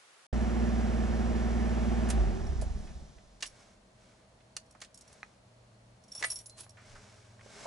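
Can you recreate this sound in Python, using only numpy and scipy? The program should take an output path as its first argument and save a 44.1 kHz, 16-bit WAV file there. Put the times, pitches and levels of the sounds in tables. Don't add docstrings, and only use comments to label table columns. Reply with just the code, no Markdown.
import sys
import numpy as np
from scipy import signal
from scipy.fft import rfft, irfft
from scipy.io import wavfile
from scipy.ndimage import uniform_filter1d, map_coordinates

SR = 44100
rng = np.random.default_rng(int(sys.argv[2]) if len(sys.argv) > 2 else 0)


def store_wav(level_fs):
    pcm = np.round(np.clip(np.atleast_2d(level_fs), -1, 1) * 32767)
    wavfile.write(sys.argv[1], SR, pcm.T.astype(np.int16))


N = 338158
TIME, HZ = np.arange(N) / SR, np.fft.rfftfreq(N, 1 / SR)
KEY_OFF_S, COAST_START_S, REST_S = 2.11, 2.148, 3.28
SETTLE_S = 0.34

# (frequency [Hz], left minus right [dB])
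EAR_BALANCE = [(60, -2), (110, -9), (190, -2), (340, -5), (610, 2), (1090, -1.5), (1940, -2), (3460, -3.5),
               (6180, -2.0), (11000, -1)]
# (frequency [Hz], left lead [rad])
EAR_LEAD = [(20, 2), (58, 0.79), (120, -0.7), (215, 1.5), (430, 1.23), (1120, 1.26), (2760, 0.62),
            (4130, -0.8), (11000, -1.3)]


def amp(db):
    return 10 ** (np.asarray(db) / 20)


def rms(x):
    return np.sqrt(np.mean(x ** 2) + 1e-20)


def unit(x):
    return x / rms(x)


def read(points, hz):
    f, value = np.transpose(points)
    return np.interp(np.log(hz + 1), np.log(f + 1), value)


def humps(peaks):
    return sum(db / (1 + (2 * (HZ - hz) / width_hz) ** 2) for hz, width_hz, db in peaks)


def envelope(points):
    s, db = np.transpose(points)
    return uniform_filter1d(np.interp(TIME, s, amp(db), left=0, right=0), size=400)


def swells(moves):
    return sum(amp(db) * np.clip(np.minimum((TIME - s) / rise_s, 1 - (TIME - s - rise_s) / fall_s), 0, 1)
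               for s, rise_s, fall_s, db in moves)


def add(mix, s, sound):
    part = mix[:, round(s * SR):][:, :sound.shape[1]]
    part += sound[:, :part.shape[1]]


def drift(hz):
    return unit(irfft(rfft(rng.standard_normal(N)) * np.exp(-(HZ / hz) ** 2), N))


def noise(shape_db, coherence, balance_db=0, lead_rad=0):
    left, other = rfft(rng.standard_normal((2, N)))
    coherence = np.clip(coherence, -1, 1)
    right = coherence * left + np.sqrt(1 - coherence ** 2) * other
    pan = amp(balance_db / 2) * np.exp(.5j * lead_rad)
    pair = irfft(np.array([left * pan, right / pan]) * amp(shape_db), N)
    return pair / rms(pair.mean(0))


def burst(lo_hz, hi_hz, t60_s):
    t = np.arange(SR // 2) / SR
    band = signal.butter(2, [lo_hz, min(hi_hz, SR / 2 - 1)], "band", fs=SR, output="sos")
    mid, side = unit(signal.sosfilt(band, rng.standard_normal((2, len(t)))))
    pair = np.array([mid + 0.36 * side, mid - 0.36 * side])
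    return pair * amp(-60 * t / t60_s) * (1 - np.exp(-t / 0.00068))


def ring(modes, scatter_db=2, spread_rad=0.93, rise_s=.0011):
    t = np.arange(SR // 2) / SR
    out = np.zeros((2, len(t)))
    for hz, db, t60_s in modes:
        phase = 2 * np.pi * rng.random() + spread_rad * rng.standard_normal((2, 1))
        decay = amp(db + scatter_db * rng.standard_normal() - 60 * t / t60_s)
        out += decay * np.sin(2 * np.pi * hz * t + phase)
    return out * (1 - np.exp(-t / rise_s))


def opening_hiss(end_s=.267):
    # (frequency [Hz], relative density [dB])
    spectrum = [(35, -62), (60, -21), (351, -13), (383, -5), (427, -8), (804, -6.5), (957, -9), (1110, -5),
                (11000, -17), (14300, -40), (22000, -120)]
    return amp(-63) * noise(read(spectrum, HZ), coherence=0.12) * (TIME < end_s)


def halvings(s, tau_s=.66):
    return (np.clip(s, COAST_START_S, REST_S) - COAST_START_S) / tau_s / np.log(2)


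def crank_order(k, turns, crank_hz, offset_cycles):
    hz = k * crank_hz
    pan = amp(read(EAR_BALANCE, hz) / 2) * np.exp(.5j * read(EAR_LEAD, hz))
    return (np.array([pan, 1 / pan]) * np.exp(2j * np.pi * (k * turns + offset_cycles))).real


def idle(turns, crank_hz, roughness=.028):
    # (order [x crank speed], relative level [dB])
    orders = [(2, -24), (3, 0), (4, -21), (5, -22), (6, -14.5), (8, -28), (9, -16), (10, -23), (11, -8),
              (12, -5.8), (13, -16.5), (15, -28), (16, -27), (17, -29), (18, -20), (19, -24), (21, -23),
              (23, -28), (24, -24), (33, -26)]
    surge = drift(11)
    out = np.zeros((2, N))
    for k, db in orders:
        flutter = 1 + roughness * np.sqrt(k) * (drift(33) + surge)
        out += amp(db) * flutter * crank_order(k, turns, crank_hz, rng.random())
    return amp(-31) * out / rms(out.mean(0))


def clatter_and_intake(turns, bleed_start_s=2.84, bleed_s=1):
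    # (frequency [Hz], relative density [dB])
    clatter_spectrum = [(12, -25), (26, 5), (45, -2), (66, 5), (90, -3), (125, -5), (170, -5), (240, 2),
                        (272, -3), (320, 2), (385, 1.5), (425, -3), (500, -2), (700, -1.5), (1000, -8),
                        (1800, -12.5), (3000, -20), (5500, -38)]
    # (frequency [Hz], relative density [dB])
    hiss_spectrum = [(2000, -16), (3300, -2), (4300, -2), (5800, 0), (7200, -4), (10400, -15), (12000, -28)]
    # (frequency [Hz], width [Hz], boost [dB])
    panels = [(204, 18, 13), (640, 60, 3), (750, 45, 4), (1755, 60, 6.5), (2210, 70, 2), (5500, 400, 2),
              (6380, 90, 3), (6870, 90, 3)]
    # (frequency [Hz], coherence [0-1])
    coherence = [(60, 0.72), (130, 0.84), (270, 0.82), (560, 0.97), (1180, 0.8), (2490, 0.5), (5240, 0.91),
                 (11000, 1)]
    ears = read(coherence, HZ), read(EAR_BALANCE, HZ), read(EAR_LEAD, HZ)
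    slowed = halvings(TIME)
    pulse = 1 + 0.052 * np.cos(2 * np.pi * 3 * turns) + 0.05 * np.cos(2 * np.pi * 2 * turns)
    clatter = noise(read(clatter_spectrum, HZ) + humps(panels), *ears) * amp(-40 - 10.5 * slowed)
    hiss = noise(read(hiss_spectrum, HZ) + humps(panels), *ears) * amp(-57.5 - 4.5 * slowed)
    return (clatter * pulse + hiss) * np.clip(1 - (TIME - bleed_start_s) / bleed_s, 0, 1)


def engine(idle_stroke_hz=57.8, wander=.002, stumble=0.03, firing_fade_s=0.09):
    slowed = halvings(TIME)
    stroke_hz = idle_stroke_hz / 2 ** slowed * (1 + wander * drift(3.64) + stumble * slowed * drift(15.7))
    strokes = np.cumsum(stroke_hz) / SR
    turns, crank_hz = strokes / 3, stroke_hz / 3
    firing = np.clip(1 - (TIME - KEY_OFF_S) / firing_fade_s, 0, 1)
    fired = idle(turns, crank_hz) * firing
    unfired = (compression(turns, crank_hz) + whir(turns, crank_hz)) * np.sqrt(1 - firing ** 2)
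    return fired + unfired + clatter_and_intake(turns) + shudder(strokes)


def background(settle_db_per_s=16.5):
    # (frequency [Hz], relative density [dB])
    spectrum = [(20, -42), (55, -4.5), (85, -9), (120, -3), (155, -15), (195, -5.5), (280, -15), (420, -16),
                (520, -13), (630, -13), (800, -16), (1300, -21), (2500, -26), (6000, -29.5), (11000, -36.5),
                (13000, -96)]
    # (frequency [Hz], width [Hz], boost [dB])
    hollow = [(635, 36, 7), (4260, 80, 7)]
    # (frequency [Hz], coherence [0-1])
    coherence = [(60, 0.98), (170, 1), (480, 0.55), (1370, 0.024), (3890, 0.065), (11000, 0.74)]
    rumble_db = read([(10, -18), (25, -15), (46, 1), (70, -41), (140, -16), (400, -80)], HZ)
    rocking = amp(-62 - settle_db_per_s * np.maximum(TIME - REST_S, 0))
    rumble = noise(rumble_db, coherence=1) * np.hypot(amp(-77.5), rocking)
    return rumble + amp(-63) * noise(read(spectrum, HZ) + humps(hollow), read(coherence, HZ))


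def click(treble_db, middle_db, low_db, t60_s, treble_hz=5300):
    treble = amp(treble_db) * burst(treble_hz / 1.7, treble_hz * 1.7, t60_s)
    return treble + amp(middle_db) * burst(1220, 3060, t60_s) + amp(low_db) * burst(330, 1140, t60_s)


def barrel(centre_hz):
    # (frequency [Hz], level [dB], t60 [s])
    modes = [(1250, -13, .09), (1772, 0.5, 0.068), (2825, 0, 0.044), (4390, -2.5, 0.049), (4660, -13, .025),
             (4980, -4, .035), (5830, -8, 0.031), (6090, -1, 0.029), (6680, -3, 0.033), (7270, -5, .036),
             (10620, -1.5, 0.03)]
    excited = [(hz, db - 6 * np.log2(hz / centre_hz) ** 2, t60_s) for hz, db, t60_s in modes]
    return ring(excited, scatter_db=-1, spread_rad=0.21)


def lock(seat_delay_s=0.0029):
    # (time [s], snap [dB], snap centre [Hz], seating [dB], ringing [dB], t60 [s])
    notches = [(2.1006, -28.5, 9200, -38, -40, 0.062), (2.613, -41.5, 7400, -66, -56, 0.08),
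               (3.4245, -33.5, 4300, -38, -29.5, 0.084), (4.5654, -30.5, 6000, -44.5, -33, 0.033),
               (4.8151, -46, 5740, -42.5, -44, 0.056)]
    # (time [s], level [dB], centre [Hz])
    slack = [(2.088, -39.5, 9500), (3.4058, -47.5, 5200), (3.456, -44, 4000), (4.803, -54, 6500),
             (4.836, -50.5, 4400), (4.846, -51, 5000)]
    out = np.zeros((2, N))
    for s, snap_db, hz, seat_db, ring_db, t60_s in notches:
        snap = click(snap_db - 2, snap_db - 14, snap_db - 21, t60_s, hz)
        add(out, s, snap + amp(ring_db) * barrel(hz))
        add(out, s + seat_delay_s, click(seat_db - 2, seat_db, seat_db - 9, t60_s))
    for s, db, hz in slack:
        add(out, s, click(db - 2, db - 9, db - 21, t60_s=0.06, treble_hz=hz) + amp(db - 6) * barrel(hz))
    return out


def compression(turns, crank_hz, imbalance_db=-17, roughness=.22):
    # (time [s], level [dB])
    strength = [(2.13, -32), (2.2, -27), (2.29, -27.5), (2.35, -34.5), (2.45, -36), (2.55, -29.5),
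                (2.72, -35.5), (2.84, -44), (2.95, -45.5), (3.08, -57), (3.3, -72)]
    # (frequency [Hz], gain [dB])
    response = [(12, -8), (18, 1), (26, 1), (36, 2.5), (46, 7.5), (56, 9.5), (66, 6), (80, -3), (100, -11),
                (120, -14), (200, -28), (400, -45)]
    out, power = np.zeros((2, N)), 0
    for k in range(2, 19):
        between = k % 3 != 0
        gain = amp(read(response, k * crank_hz) + (imbalance_db if between else 0))
        flutter = 1 + roughness * drift(18)
        out += gain * flutter * crank_order(k, turns, crank_hz, rng.random() if between else 0)
        power += gain ** 2 / 2
    return out * envelope(strength) / np.sqrt(power)


def whir(turns, crank_hz, roughness=0.37):
    # (frequency [Hz], gain [dB])
    response = [(95, -25), (145, -7.5), (180, -14), (208, 2.5), (235, -4), (270, -19), (320, -15.5),
                (385, -4), (430, -25), (700, -24), (900, -37)]
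    out = np.zeros((2, N))
    for k in range(6, 41):
        gain = amp(read(response, k * crank_hz)) * (1 + roughness * drift(26))
        out += gain * crank_order(k, turns, crank_hz, rng.random())
    return out * amp(-38 - 14 * halvings(TIME)) * np.clip((REST_S - TIME) / SETTLE_S, 0, 1)


def shudder(strokes, scatter_db=3):
    # (frequency [Hz], level [dB], t60 [s])
    booms = [(144.7, 2, 0.18), (201.8, -3, 0.18), (225, -5, 0.062), (383, -6, 0.085)]
    out = np.zeros((2, N))
    stroke_s = TIME[1:][np.diff(np.floor(strokes)) > 0]
    for s in stroke_s[(stroke_s > COAST_START_S) & (stroke_s < REST_S)]:
        jolt = amp(-42 - 4 * halvings(s) + scatter_db * rng.standard_normal())
        add(out, s, jolt * min((REST_S - s) / SETTLE_S, 1) * ring(booms))
    return out * amp([[1], [-1]])


def keys(detune=.009, mean_bounce_s=.009, bounce_db=-8, unstruck_db=-17):
    # (time [s], tick [dB], ringing [dB], parts struck)
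    touches = [(2.468, -59, -49, "long"), (3.4623, -36, -45, "long ring"), (3.4835, -54, -55, "long"),
               (4.6605, -64, -67, "long"), (4.7093, -52, -64, "long"), (4.944, -45.5, -53, "long"),
               (4.9748, -45.5, -53, "long"), (5.0095, -45.5, -55, "long"), (5.077, -55, -58, "long"),
               (5.128, -50, -67, "long"), (6.038, -56.5, -61, "long"), (6.0805, -57, -57, "long"),
               (6.118, -45, -38, "long"), (6.1501, -40, -33, "long ring"), (6.1756, -48, -36, "long"),
               (6.1946, -43, -37, "long"), (6.248, -37, -30.5, "short small"),
               (6.3012, -37.5, -33.5, "long short small"), (6.3182, -40, -37.5, "long"),
               (6.357, -39, -31.5, "long small"), (6.388, -43, -42, "long"), (6.459, -42, -36, "ring"),
               (6.4955, -45, -45, "ring"), (6.5845, -54, -48, "ring"), (6.6052, -44, -34.5, "ring"),
               (6.6934, -48.5, -51, "long")]
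    # (frequency [Hz], level [dB], t60 [s])
    long_key = [(3500, -30, 0.15), (5160, -20, 0.049), (5550, 2, 0.045), (5640, -8, 0.083),
                (10720, -21, 0.1)]
    short_key = [(8479, -23, .38), (9315, -7.5, .15)]
    small_key = [(10532, -2.5, .17), (10585, -10, .07)]
    key_ring = [(7330, -35, .08), (10300, -31, 0.067), (10070, -6.5, 0.092)]
    # (frequency [Hz], level [dB], t60 [s])
    free_key = [(4185, -58.5, .55)]
    ticks, rings = np.zeros((2, 2, N))
    for s, tick_db, ring_db, struck in touches:
        pitch = 1 + detune * rng.standard_normal()
        detuned = [(hz * pitch, db, t60_s) for hz, db, t60_s in long_key]
        parts = {"long": detuned, "short": short_key, "small": small_key, "ring": key_ring}
        for hit_s, hit_db in [(s, 0), (s + mean_bounce_s * (.5 + rng.random()), bounce_db)]:
            tick = amp(-4) * burst(4400, 8700, t60_s=0.032) + amp(-3) * burst(8600, 15300, t60_s=0.032)
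            add(ticks, hit_s, amp(hit_db + tick_db) * tick)
            for name, modes in parts.items():
                part_db = (-1 if name == "long" else 0) + (0 if name in struck else unstruck_db)
                add(rings, hit_s, amp(hit_db + ring_db + part_db) * ring(modes, spread_rad=0.2))
    out = ticks + rings * (1 + .35 * drift(130))
    add(out, 6.5, ring(free_key))
    return out


def trim_bumps():
    # (time [s], level [dB], pitch [ratio])
    bumps = [(2.6205, -40, 0.73), (7.46, -54.5, 0.57), (7.606, -59, 0.39), (7.654, -37.5, 0.99)]
    # (frequency [Hz], level [dB], t60 [s])
    modes = [(545, -4, 0.04), (705, 5, 0.05), (835, 4, 0.05), (925, 5, 0.04)]
    out = np.zeros((2, N))
    for s, db, pitch in bumps:
        ringing = ring([(hz * pitch, mode_db, t60_s) for hz, mode_db, t60_s in modes])
        add(out, s, amp(db) * (ringing + amp(-4) * burst(420, 870, t60_s=0.12)))
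    return out


def sway():
    # (start [s], rise [s], fall [s], level [dB])
    heaves = [(2.66, 0.12, 0.36, -41), (6.85, 0.096, .08, -54.5)]
    shape_db = read([(8, -25), (20, 7), (35, -6), (60, -3.5), (100, -27), (300, -55)], HZ)
    return noise(shape_db, coherence=0.88) * swells(heaves)


def trim_creaks():
    # (time [s], level [dB], centre [Hz], t60 [s])
    creaks = [(2.872, -58.5, 1950, 0.24), (3.183, -58, 1700, 0.045), (4.405, -63, 2320, 0.058),
              (4.749, -51, 1080, 0.054), (4.817, -46.5, 950, 0.033), (6.151, -56, 796, 0.11),
              (6.213, -46.5, 517, 0.066), (6.665, -46, 1000, 0.012), (6.771, -57, 1590, 0.33),
              (6.953, -51, 1220, 0.11), (7.393, -54, 1420, 0.059), (7.41, -50, 1500, 0.028),
              (7.46, -63, 700, 0.045)]
    out = np.zeros((2, N))
    for s, db, hz, t60_s in creaks:
        add(out, s, amp(db) * (burst(hz / 1.51, hz * 1.51, t60_s) + amp(-20) * burst(2950, 7800, t60_s)))
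    return out


def sleeve(grain=0.12, warp_s=.0015):
    # (start [s], rise [s], fall [s], level [dB])
    moves = [(3.4, 0.19, 0.23, -61), (3.93, 0.11, 0.26, -65.5), (4.96, 0.16, 0.3, -62.5),
             (6.72, 0.2, 0.64, -58), (7.4, 0.24, 0.26, -49.5)]
    # (frequency [Hz], relative density [dB])
    spectrum = [(120, -5), (200, 3.5), (348, -10), (418, 4.5), (495, -6), (615, 3), (727, -4), (1570, -6),
                (3020, -9.5), (5820, -9), (11000, -19), (14300, -55), (22000, -120)]
    # (frequency [Hz], width [Hz], boost [dB])
    resonances = [(1570, 110, 6), (2230, 100, 7), (5250, 170, 4), (5720, 110, 5), (6470, 160, 5),
                  (7540, 90, 7), (7910, 70, 8)]
    cloth = noise(read(spectrum, HZ) + humps(resonances), coherence=0.74)
    warped_index = (TIME + warp_s * drift(1.8)) * SR
    cloth = np.array([map_coordinates(ear, [warped_index], order=3, mode="mirror") for ear in cloth])
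    return cloth * swells(moves) * (1 + grain * drift(120))


def distant_hum(waver=0.01016, fade_s=0.095):
    # (start [s], end [s], pitch [Hz], level [dB])
    hums = [(3.804, 5.1, 119.8, -77), (5.38, 6.05, 115.7, -64), (6.098, 7.577, 115.3, -64.5),
            (6.537, 7.523, 94.5, -64)]
    out = np.zeros(N)
    for start_s, end_s, hz, db in hums:
        cycles = np.cumsum(hz * (1 + waver * drift(6.1))) / SR
        gate = np.clip(np.minimum(TIME - start_s, end_s - TIME) / fade_s, 0, 1)
        out += amp(db) * unit(np.sin(2 * np.pi * cycles)) * gate
    return out


def key_chain(touches_per_s=260, decay_s=0.015):
    # (start [s], rise [s], fall [s], level [dB])
    swings = [(5.04, 0.083, 0.027, -75), (6.07, 0.17, 0.22, -54), (6.56, 0.037, 0.07, -55)]
    touches = (rng.random(N) < touches_per_s / SR) * (1 + rng.exponential(1, N))
    grains = unit(signal.lfilter([1], [1, -np.exp(-1 / (decay_s * SR))], touches))
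    shape_db = read([(1000, -1.5), (2000, -3.5), (3500, -1), (6000, 0), (10500, -0.5), (12000, -27)], HZ)
    ticks = noise(0, coherence=0.78) * grains
    fizz = unit(irfft(rfft(ticks) * amp(shape_db), N))
    return amp(3) * fizz * swells(swings)


def relay(at_s=5.2308):
    # (frequency [Hz], level [dB], t60 [s])
    modes = [(420, -52, 0.017), (805, -44, 0.022), (1250, -45, 0.037), (1870, -20, 0.0036),
             (2480, -42, 0.022), (4100, -43.5, 0.01), (6200, -47, .011)]
    out = np.zeros((2, N))
    add(out, at_s, ring(modes, scatter_db=-0.5, spread_rad=0.55, rise_s=0.00031))
    return out


def latch():
    # (time [s], level [dB])
    blows = [(6.2253, -21.5), (6.2375, -23.5), (6.2427, -20.5), (6.2468, -24)]
    # (frequency [Hz], level [dB], t60 [s])
    modes = [(515, -13, 0.023), (652, -36.5, 0.38), (990, -14, 0.038), (1250, -23, 0.13), (1640, 1, 0.011),
             (1755, 4, 0.02), (1988, 1, 0.041), (2200, -14, 0.056), (2260, -15, 0.12), (2720, -25.5, 0.15),
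             (3420, -27, 0.14), (4400, -22, 0.17)]
    out = np.zeros((2, N))
    for s, db in blows:
        add(out, s, amp(db - 4) * ring(modes) + amp(db - 7) * burst(670, 6000, t60_s=0.022))
    return out


def cabin(x, wet_db=-11, t60_s=0.12):
    t = np.arange(SR // 4) / SR
    taps = rng.standard_normal((2, len(t))) * (rng.random((2, len(t))) < .1)
    taps *= (t > .002) * amp(-60 * t / t60_s)
    return x + amp(wet_db) * signal.fftconvolve(x, taps / np.linalg.norm(taps[0]), axes=1)[:, :N]


def scene(car_start_s=.3275):
    handling = cabin(lock() + keys() + trim_bumps() + trim_creaks() + key_chain() + relay() + latch())
    handling *= amp([[-1.2], [1.2]])
    car = engine() + background() + handling + sway() + sleeve() + distant_hum()
    return opening_hiss() + car * np.clip((TIME - car_start_s) / .001, 0, 1)


def record(dry):
    lowpass = signal.firwin(401, cutoff=11180, window=("kaiser", 9), fs=SR)
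    return signal.oaconvolve(dry, lowpass[None], "same", axes=1)


dry = scene()
out = record(dry)
store_wav(out)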